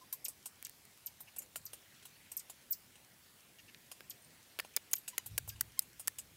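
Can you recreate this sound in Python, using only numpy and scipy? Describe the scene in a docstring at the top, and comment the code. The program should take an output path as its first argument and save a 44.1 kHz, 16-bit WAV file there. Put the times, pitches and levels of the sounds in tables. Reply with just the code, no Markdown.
"""Two short squeaks and a twig snap open the scene, then falling chirps: small monkeys scold in a dry thicket.
The calls are gliding tones, stacks of partials and a thin whistle; sharp dry clicks close by are impulses
through resonant bands, and twigs and leaves a few steps off are decaying bursts of band-passed noise.
Sparse echoes join them over shaped noise for the hiss of open air, a far rustle of leaves and a low wind
that gusts near the end, with faint chance ticks and steady insect tones that soon fade away."""
import sys
import numpy as np
from scipy import signal
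from scipy.io import wavfile
from scipy.ndimage import uniform_filter1d

SR = 44100
rng = np.random.default_rng(int(sys.argv[2]) if len(sys.argv) > 2 else 0)


def wav_record(signal):
    """Record a signal, one row per channel, as 16-bit PCM in the file named by sys.argv[1]."""
    frames = np.transpose(np.atleast_2d(signal))
    bounded = np.clip(frames, -1, 1)
    # unit amplitude maps onto the largest positive 16-bit level
    quanta = np.round(bounded * 32767).astype(np.int16)
    wavfile.write(sys.argv[1], SR, quanta)


N = 280476  # length [samples]


def gain_of(db):
    """Decibel law: 20 dB is a tenfold amplitude."""
    return 10 ** (np.asarray(db) / 20)


def evened(x):
    """Normalization to unit root mean square."""
    return x / np.sqrt(np.mean(x ** 2) + 1e-20)


def read(points, hz):
    """Interpolation of a (frequency, value) curve along logarithmic frequency."""
    f, value = np.transpose(points)
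    return np.interp(np.log(hz + 1), np.log(f + 1), value)


def level_curve(points):
    """Amplitude envelope interpolated in decibels through (time [s], level [dB]) points."""
    return gain_of(np.interp(np.arange(N) / SR, *np.transpose(points)))


def band(x, lo_hz, hi_hz):
    """Causal Butterworth band-pass, which rings after its input as a resonator does."""
    edges = np.clip([lo_hz, hi_hz], 20, .48 * SR)
    return signal.sosfilt(signal.butter(2, edges, "bandpass", fs=SR, output="sos"), x)


def tone(hz):
    """Sinusoid of unit RMS whose phase is the running sum of its frequency."""
    return np.sqrt(2) * np.sin(2 * np.pi * np.cumsum(hz) / SR)


def noise(spectrum, size, patchy_db, count=12):
    """Random short-time spectra under a fixed envelope, with drifting patches about count bins wide."""
    hz = np.fft.rfftfreq(size, 1 / SR)
    real, imaginary, patches = rng.standard_normal((4 * N // size + 5, len(hz), 3)).T
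    patches = uniform_filter1d(patches, size=count, axis=0)  # across frequency
    patches = evened(uniform_filter1d(patches, size=14, axis=1))  # across time
    level_db = read(spectrum, hz)[:, None] + patchy_db * patches
    z = (real + 1j * imaginary) * gain_of(level_db)
    return evened(signal.istft(z, nperseg=size, noverlap=3 * size // 4)[1][:N])


def add(mix, s, sound):
    """Superposition of one sound on the mix from time s [s]."""
    part = mix[round(s * SR):][:len(sound)]
    part += sound[:len(part)]


def played(rows, source):
    """Superposition of one sound for each row, placed at the time in its first column."""
    mix = np.zeros(N)
    for s, *how in rows:
        add(mix, s, source(*how))
    return mix


def chirp(length, top_hz, end_hz, top_db, fade_db, octave_db):
    """Source and filter: a shaky tone and its octave dive along a parabola through the throat's response."""
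    # throat response: (frequency [Hz], gain [dB])
    throat_curve = [(2000, -4.5), (4000, -13.5), (5500, -8.5), (8000, -11.5), (9200, -13), (11500, -8.5),
                    (12500, -0.5), (14000, 8.5), (16000, -31)]
    notch_hz, notch_depth_db = 10300, -14  # a narrow notch, where the gliding chirp dips in level
    dive_bow = 1.023  # midway pitch over that of an even glide
    u = np.linspace(0, 1, round(length * SR))
    middle_hz = dive_bow * np.sqrt(top_hz * end_hz)
    hz = np.polyval(np.polyfit([0, .5, 1], [top_hz, middle_hz, end_hz], deg=2), u)
    hz = hz * (1 + .02 * evened(band(rng.standard_normal(len(u)), 300, 1500)))
    voice = 0
    for pitch, db in ((hz, 0), (2 * hz, octave_db)):
        notch_db = notch_depth_db * np.exp(-((pitch - notch_hz) / 800) ** 2)
        in_range = pitch < .45 * SR  # the octave shows once it falls below this limit
        voice = voice + tone(pitch) * gain_of(db + read(throat_curve, pitch) + notch_db) * in_range
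    flutter_db = 3.0 * np.tanh(evened(band(rng.standard_normal(len(u)), 200, 600)))
    attack = np.sin(np.pi / 2 * np.minimum(u * length / .003, 1)) ** 2  # rises over 3 ms
    release = np.minimum((1 - u) / .1, 1)  # the last tenth
    return voice * gain_of(top_db + fade_db * u + flutter_db) * attack * release


def squeak(length, start_hz, end_hz, db, second_db, third_db, hoarse):
    """Harmonic series of seven partials; hoarseness modulates the pitch and roughens the upper partials."""
    hz = np.linspace(start_hz, end_hz, round(length * SR))
    wobble, rasp = rng.standard_normal((len(hz), 2)).T
    hz = hz * (1 + .03 * hoarse * evened(uniform_filter1d(wobble, size=60)))
    rasp = hoarse * evened(band(rasp, 80, 380))
    upper_db = third_db - 5 - 26 * hoarse  # fourth to seventh partials, weaker when hoarse
    levels = [0, second_db, third_db] + [upper_db] * 4
    stack = sum(gain_of(level) * (1 + k * rasp) * tone((k + 1) * hz) for k, level in enumerate(levels))
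    return gain_of(db) * stack * signal.windows.tukey(len(hz), .4)


def whistle(rows):
    """Frequency and amplitude modulation of one thin tone that flutters in level."""
    s, hz, db = np.transpose(rows)
    t = np.arange(s[0], s[-1], 1 / SR)
    flutter = 1 + 0.19 * evened(band(rng.standard_normal(len(t)), 100, 500))
    voice = tone(np.interp(t, s, hz)) * gain_of(np.interp(t, s, db))
    return voice * flutter * signal.windows.tukey(len(t), .08)


def monkeys():
    """Superposition of the three kinds of call."""
    # falling chirps: (time [s], length [s], top pitch [Hz], end pitch [Hz], level at the top before
    # the throat [dB], change of level to the end [dB], octave over the fundamental [dB])
    chirp_rows = [ (.2445, 0.02, 13080, 2143, -24, -19, -10), (.6465, 0.016, 9860, 2270, -30, -19.5, -18),
                  (1.0605, 0.018, 14400, 2470, -29.5, -21, -5),
                  (1.3845, 0.0091, 13740, 5880, -23, -12.5, -18),
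                  (1.653, 0.017, 15700, 4038, -42, 2, -26.5),
                  (2.368, 0.011, 14440, 4500, -21.5, -20, -21.5),
                  (2.392, 0.014, 11600, 2546, -26, -31.5, -15), (2.7205, 0.014, 15300, 3960, -27, -8, -25),
                  (4.0975, .018, 14070, 2625, -32.5, -13, -16), (4.954, 0.02, 15070, 2550, -34.5, -14, -23),
                  (4.981, 0.0079, 14000, 6900, -33.5, -11, -25.5),
                  (5.4835, 0.021, 12800, 2193, -31.5, -14, -6.5)]
    # squeaks: (time [s], length [s], start pitch [Hz], end pitch [Hz], level of the first partial [dB],
    # second partial over the first [dB], third over the first [dB], hoarseness [0-1])
    squeak_rows = [ (.010, 0.03, 1027, 1030, -63.5, -18, -11, 0.2),
                   (.129, 0.016, 1067, 1024, -63, -12, -6, 0.1), (1.270, 0.025, 897, 843, -78, 3, 13, 0.64),
                   (1.377, 0.0165, 857, 858.9, -80, 0, 13.5, 0.57),
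                   (3.584, 0.02094, 959, 898, -80.5, 13.5, 18, 0.4),
                   (3.678, 0.024, 913, 838, -82.5, 12, 18, 0.5),
                   (5.128, 0.027, 1015, 934.5, -62.5, -3, -9, 0),
                   (5.188, 0.0158, 1017, 974.4, -67, -4, 5.5, 0.01),
                   (5.512, 0.0342, 1620, 1640, -66.5, -14, -2, 0.32),
                   (5.772, 0.02119, 1084, 1036, -66, -2, -1, 0)]
    # one list for each whistle: (time [s], pitch [Hz], level [dB])
    whistle_rows = [
        [(2.702, 12400, -73), (2.705, 13900, -55), (2.711, 15200, -30), (2.717, 15500, -40.5),
         (2.7205, 15200, -41.5)],
        [(4.220, 8800, -62), (4.235, 9220, -79.5), (4.248, 8711, -64), (4.262, 8798, -78)],
    ]
    whistles = played([(rows[0][0], rows) for rows in whistle_rows], whistle)
    return played(chirp_rows, chirp) + played(squeak_rows, squeak) + whistles


def click(spike_db, knock_db, thud_db, ring_hz, crackle_db, knock_hz):
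    """Impulse response of one sharp break: bright ringing spike, hollow knock with an upper mode, low thud."""
    t = np.arange(round(.02 * SR)) / SR
    crackle = gain_of(crackle_db - 60 * t / 0.0097) * rng.standard_normal(len(t))  # T60 of 9.7 ms
    drive = (t == 0) + crackle
    spike = band(drive, 5260, 17700) + 1.7 * band(drive, ring_hz - 200, 1.05 * ring_hz + 200)
    hollow = band(drive, 0.66 * knock_hz, 2.04 * knock_hz)
    mode = 1.27 * band(drive, .97 * knock_hz, 1.03 * knock_hz)
    upper_mode = .5 * band(drive, 4650, 5150)
    knock = hollow + mode + upper_mode
    thud = band(drive, 316, 790)
    return gain_of(spike_db) * spike + gain_of(knock_db) * knock + gain_of(thud_db) * thud


def close_clicks():
    """Superposition of sharp breaks close by."""
    # breaks: (time [s], spike gain [dB], knock gain [dB], thud gain [dB], ring [Hz],
    # crackle drive at its start [dB], knock [Hz])
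    click_rows = [ (.6268, -20.5, -21, -30, 13500, -30, 2322), (.6505, -18.5, -45, -43.5, 12400, -36, 2300),
                  (.6686, -22.5, -24, -40, 12500, -30, 2300), (.6957, -24.5, -28, -46, 13200, -18, 2000),
                  (.853, -37, -52, -55, 8569, -13, 2300), (.976, -37.5, -37, -55, 13580, -32, 2000),
                  (1.5587, -26, -17.5, -17, 2600, -15, 1390), (3.7467, -45, -21.5, -43, 4450, -21, 2480),
                  (4.0069, -32, -19, -17, 3600, -20, 1620), (4.5894, -21, -7, -8.5, 13790, -20.5, 1560),
                  (4.5924, -18.5, -17.5, -21, 9500, -20, 1680), (4.5979, -23, -6, -11, 13100, -12.5, 1808),
                  (4.6016, -18.5, -17.5, -16, 4670, -15, 1860),
                  (4.7646, -3.5, -19.5, -44.5, 4880, -19.5, 2230),
                  (4.7674, -7.5, -13, -18.5, 13900, -16.5, 1770),
                  (4.7718, -42.5, -17, -20, 10500, -5.5, 2280), (4.9334, -3.5, -17, -41, 6600, -18.5, 2180),
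                  (4.9369, -2.5, -7.5, -14, 6841, -44, 2270), (4.9389, -26, -20, -43, 13380, -4, 2300),
                  (5.1805, -8, -4, -21, 9540, -20, 2050), (5.1826, -5.5, -14, -9.5, 6560, -22.5, 1900),
                  (5.3789, -12, -42, -32, 9300, -12.5, 2000), (5.3800, -6, -4, -10, 12890, -17.5, 1640),
                  (5.3842, -12.5, -16, -11, 13580, -12.5, 1450), (5.6095, -7, -14, -33, 9500, -20.5, 1540),
                  (5.6110, -10.5, -13, -25.5, 13100, -9.5, 1985),
                  (5.7925, -1.5, -16.5, -22, 5100, -14.5, 2040), (6.0747, -10, -16, -14, 5600, -14.5, 1630),
                  (6.0805, -4.5, -5.5, -15, 9840, -19, 1810)]
    return played(click_rows, click)


def snap(crackle_db, knock_db, thud_db, bright_hz):
    """Fracture noise: many tiny breaks excite bright crackle and rings, a woody knock and a low thud."""
    rise_s, t60_s = 0.0026, 0.05
    t = np.arange(round(.15 * SR)) / SR
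    grit, sizes = rng.standard_normal((len(t), 2)).T
    grit = grit * gain_of(3.0 * evened(uniform_filter1d(sizes, size=30)))
    swell = np.minimum(t / rise_s, 1)
    around_bright = band(grit, 0.52 * bright_hz, 1.9 * bright_hz)
    crackle = evened(band(around_bright, 6130.0, 14350))
    crackle = crackle + 0.75 * evened(band(grit, 4800.0, 11130))
    # two rings at randomly drawn pitches join the ring at the bright pitch
    pitches = [bright_hz, *bright_hz * rng.uniform(.7, 1.15, size=2)]
    rings = 0.39 * sum(evened(band(grit, .97 * hz, 1.03 * hz)) for hz in pitches)
    # the wood takes one hard first blow
    blow = grit * (1 + 0.82 * np.exp(-((t - rise_s) / 0.00066) ** 2))
    knock = evened(band(blow, 1000, 3400) + .9 * band(blow, 2300, 3050))
    thud = evened(band(blow, 450, 1300))
    body = gain_of(knock_db) * knock + gain_of(thud_db) * thud
    # the burst holds briefly, then decays faster and faster
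    fading = gain_of(-60 * (t / t60_s) ** 1.19)
    brief = gain_of(-60 * t / (0.95 * t60_s))  # knock and thud decay evenly in decibels
    return swell * (gain_of(crackle_db) * (crackle + rings) * fading + body * brief)


def twigs_and_leaves():
    """Superposition of fractures a few steps off."""
    # snaps: (time [s], crackle [dB], knock [dB], thud [dB], bright pitch [Hz]), levels before the decay
    snap_rows = [ (.1255, -35.5, -49, -65, 12660), (.2812, -39.5, -54.5, -57.5, 11100),
                 (.4565, -41.5, -49.5, -52.5, 8400), (1.2042, -45.5, -63, -51.5, 13330),
                 (1.3615, -48.5, -56, -56, 9900), (1.418, -52.5, -59, -65, 9800),
                 (1.557, -40.5, -46.5, -48, 9748), (1.7315, -47.5, -50, -52.5, 9166),
                 (2.0248, -61, -54.5, -68, 4549), (2.052, -49, -50.5, -54, 11050),
                 (2.3158, -44, -52.5, -57, 10570), (2.4965, -46, -52, -52.5, 9930),
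                 (2.9542, -63.5, -58.5, -70, 4500), (3.9141, -50, -50.5, -53.5, 7125),
                 (4.646, -58.5, -55, -54, 9300), (4.9115, -47, -54, -59, 13710),
                 (5.0775, -42, -43.5, -54.5, 7900), (5.260, -42, -51, -53.5, 11500),
                 (5.4756, -48.5, -55.5, -53.5, 12500), (5.5582, -66, -56, -64, 4740),
                 (5.8185, -54.5, -63, -62, 8692), (5.9953, -43, -51.5, -51.5, 9966),
                 (6.184, -44, -50, -54.5, 8105)]
    return played(snap_rows, snap)


def thicket(x):
    """Multiple scattering: sparse echoes of random sign, each band with its own decay time."""
    # early echoes off stems: (frequency [Hz], T60 [s])
    stem_t60 = [(1000, 0.027), (4000, 0.049), (8000, 0.063), (13000, 0.054), (16000, 0.064)]
    taps = np.zeros(SR // 2)
    at = np.arange(60, len(taps) - 12, 12)
    taps[at + rng.integers(0, 12, len(at))] = rng.choice([-1., 1.], len(at))
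    hz, t, z = signal.stft(taps, SR, nperseg=128)
    stems = gain_of(-60 * t / read(stem_t60, hz)[:, None])
    farther_trees = gain_of(-24.5 - 60 * t / 0.3)  # a faint slower tail
    tail = signal.istft(z * (stems + farther_trees), SR, nperseg=128)[1]
    return signal.oaconvolve(x, tail / np.linalg.norm(tail))[:N]


def air():
    """Stationary noise with a broad spectrum: the hiss of open air."""
    # spectrum: (frequency [Hz], relative density [dB per Hz])
    air_spectrum = [(30, -38), (60, -11), (110, -1), (200, -3.5), (400, -8), (700, -10), (1200, -12.5),
                    (2200, -10), (3200, -11.5), (5700, -13.5), (10000, -14), (15600, -15), (16000, -29)]
    # level: (time [s], level [dB])
    air_level = [(0.0, -64), (6.36, -63.5)]
    return noise(air_spectrum, size=1024, patchy_db=1.77) * level_curve(air_level)


def far_rustle():
    """Patchy noise with a slowly varying envelope: far dry leaves."""
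    # spectrum: (frequency [Hz], relative density [dB per Hz])
    leaf_spectrum = [(300, -45), (1200, -14), (2000, -6), (2800, -6.5), (4000, -11), (8000, -23)]
    # level: (time [s], level [dB])
    leaf_level = [(0, -102), (1.6, -80), (1.9, -69), (2.4, -70.5), (2.7, -80), (3.3, -97), (3.7, -74.5),
                  (4.2, -74), (4.55, -69.5), (6.36, -78.5)]
    return noise(leaf_spectrum, size=256, patchy_db=4.5, count=3) * level_curve(leaf_level)


def low_wind():
    """Low-frequency noise under a gust envelope."""
    # spectrum: (frequency [Hz], relative density [dB per Hz])
    wind_spectrum = [(25, -29), (50, -6), (97, 3), (140, -6.5), (220, -21), (400, -44)]
    # level: (time [s], level [dB])
    gust_level = [(0, -82), (1.35, -78.5), (1.62, -72), (1.85, -80.5), (4.9, -84.5), (5.2, -75.5),
                  (5.29, -61.5), (5.33, -52), (5.42, -55.5), (5.62, -59), (5.82, -73), (6.36, -69.5)]
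    return noise(wind_spectrum, size=4096, patchy_db=0.5) * level_curve(gust_level)


def ticks():
    """Shot noise: faint decaying grains at chance instants in the dry leaves."""
    mean_rate = 18  # [ticks per s]
    least_db = -61  # weakest grain, before the band-pass
    grain_db = least_db + 3.5 * np.minimum(rng.exponential(1, N), 3)
    strikes = gain_of(grain_db) * (rng.random(N) < mean_rate / SR)
    grain = rng.standard_normal(200) * gain_of(-60 * np.arange(200) / SR / 0.013)  # T60 of 13 ms
    return band(signal.oaconvolve(strikes, grain)[:N], 3800, 10700)


def insects():
    """Pure tones of steady pitch that hold their level, then fade linearly over 0.27 s."""
    # tones: (pitch [Hz], level before the fade [dB], time of silence [s])
    insect_rows = [(4770, -79, 0.531), (5080, -84, 1.1)]
    t = np.arange(N) / SR
    return sum(gain_of(db) * tone(np.full(N, hz)) * np.clip((end - t) / 0.27, 0, 1)
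               for hz, db, end in insect_rows)


def scene():
    """Direct-to-reverberant ratio as a cue of distance: calls and snaps carry more echo than close clicks."""
    calls, near, twigs = monkeys(), close_clicks(), twigs_and_leaves()
    echoes = thicket(gain_of(-2.5) * calls + gain_of(-4.5) * twigs + gain_of(-23) * near)
    background = air() + far_rustle() + low_wind() + ticks() + insects()
    return (calls + near + twigs + echoes + background)[None]


def record(dry):
    """Band limitation by a linear-phase low-pass at 16050 Hz."""
    lowpass = signal.firwin(255, 16050, window=("kaiser", 9), fs=SR)
    return signal.oaconvolve(dry, lowpass[None], "same")


dry = scene()
out = record(dry)
wav_record(out)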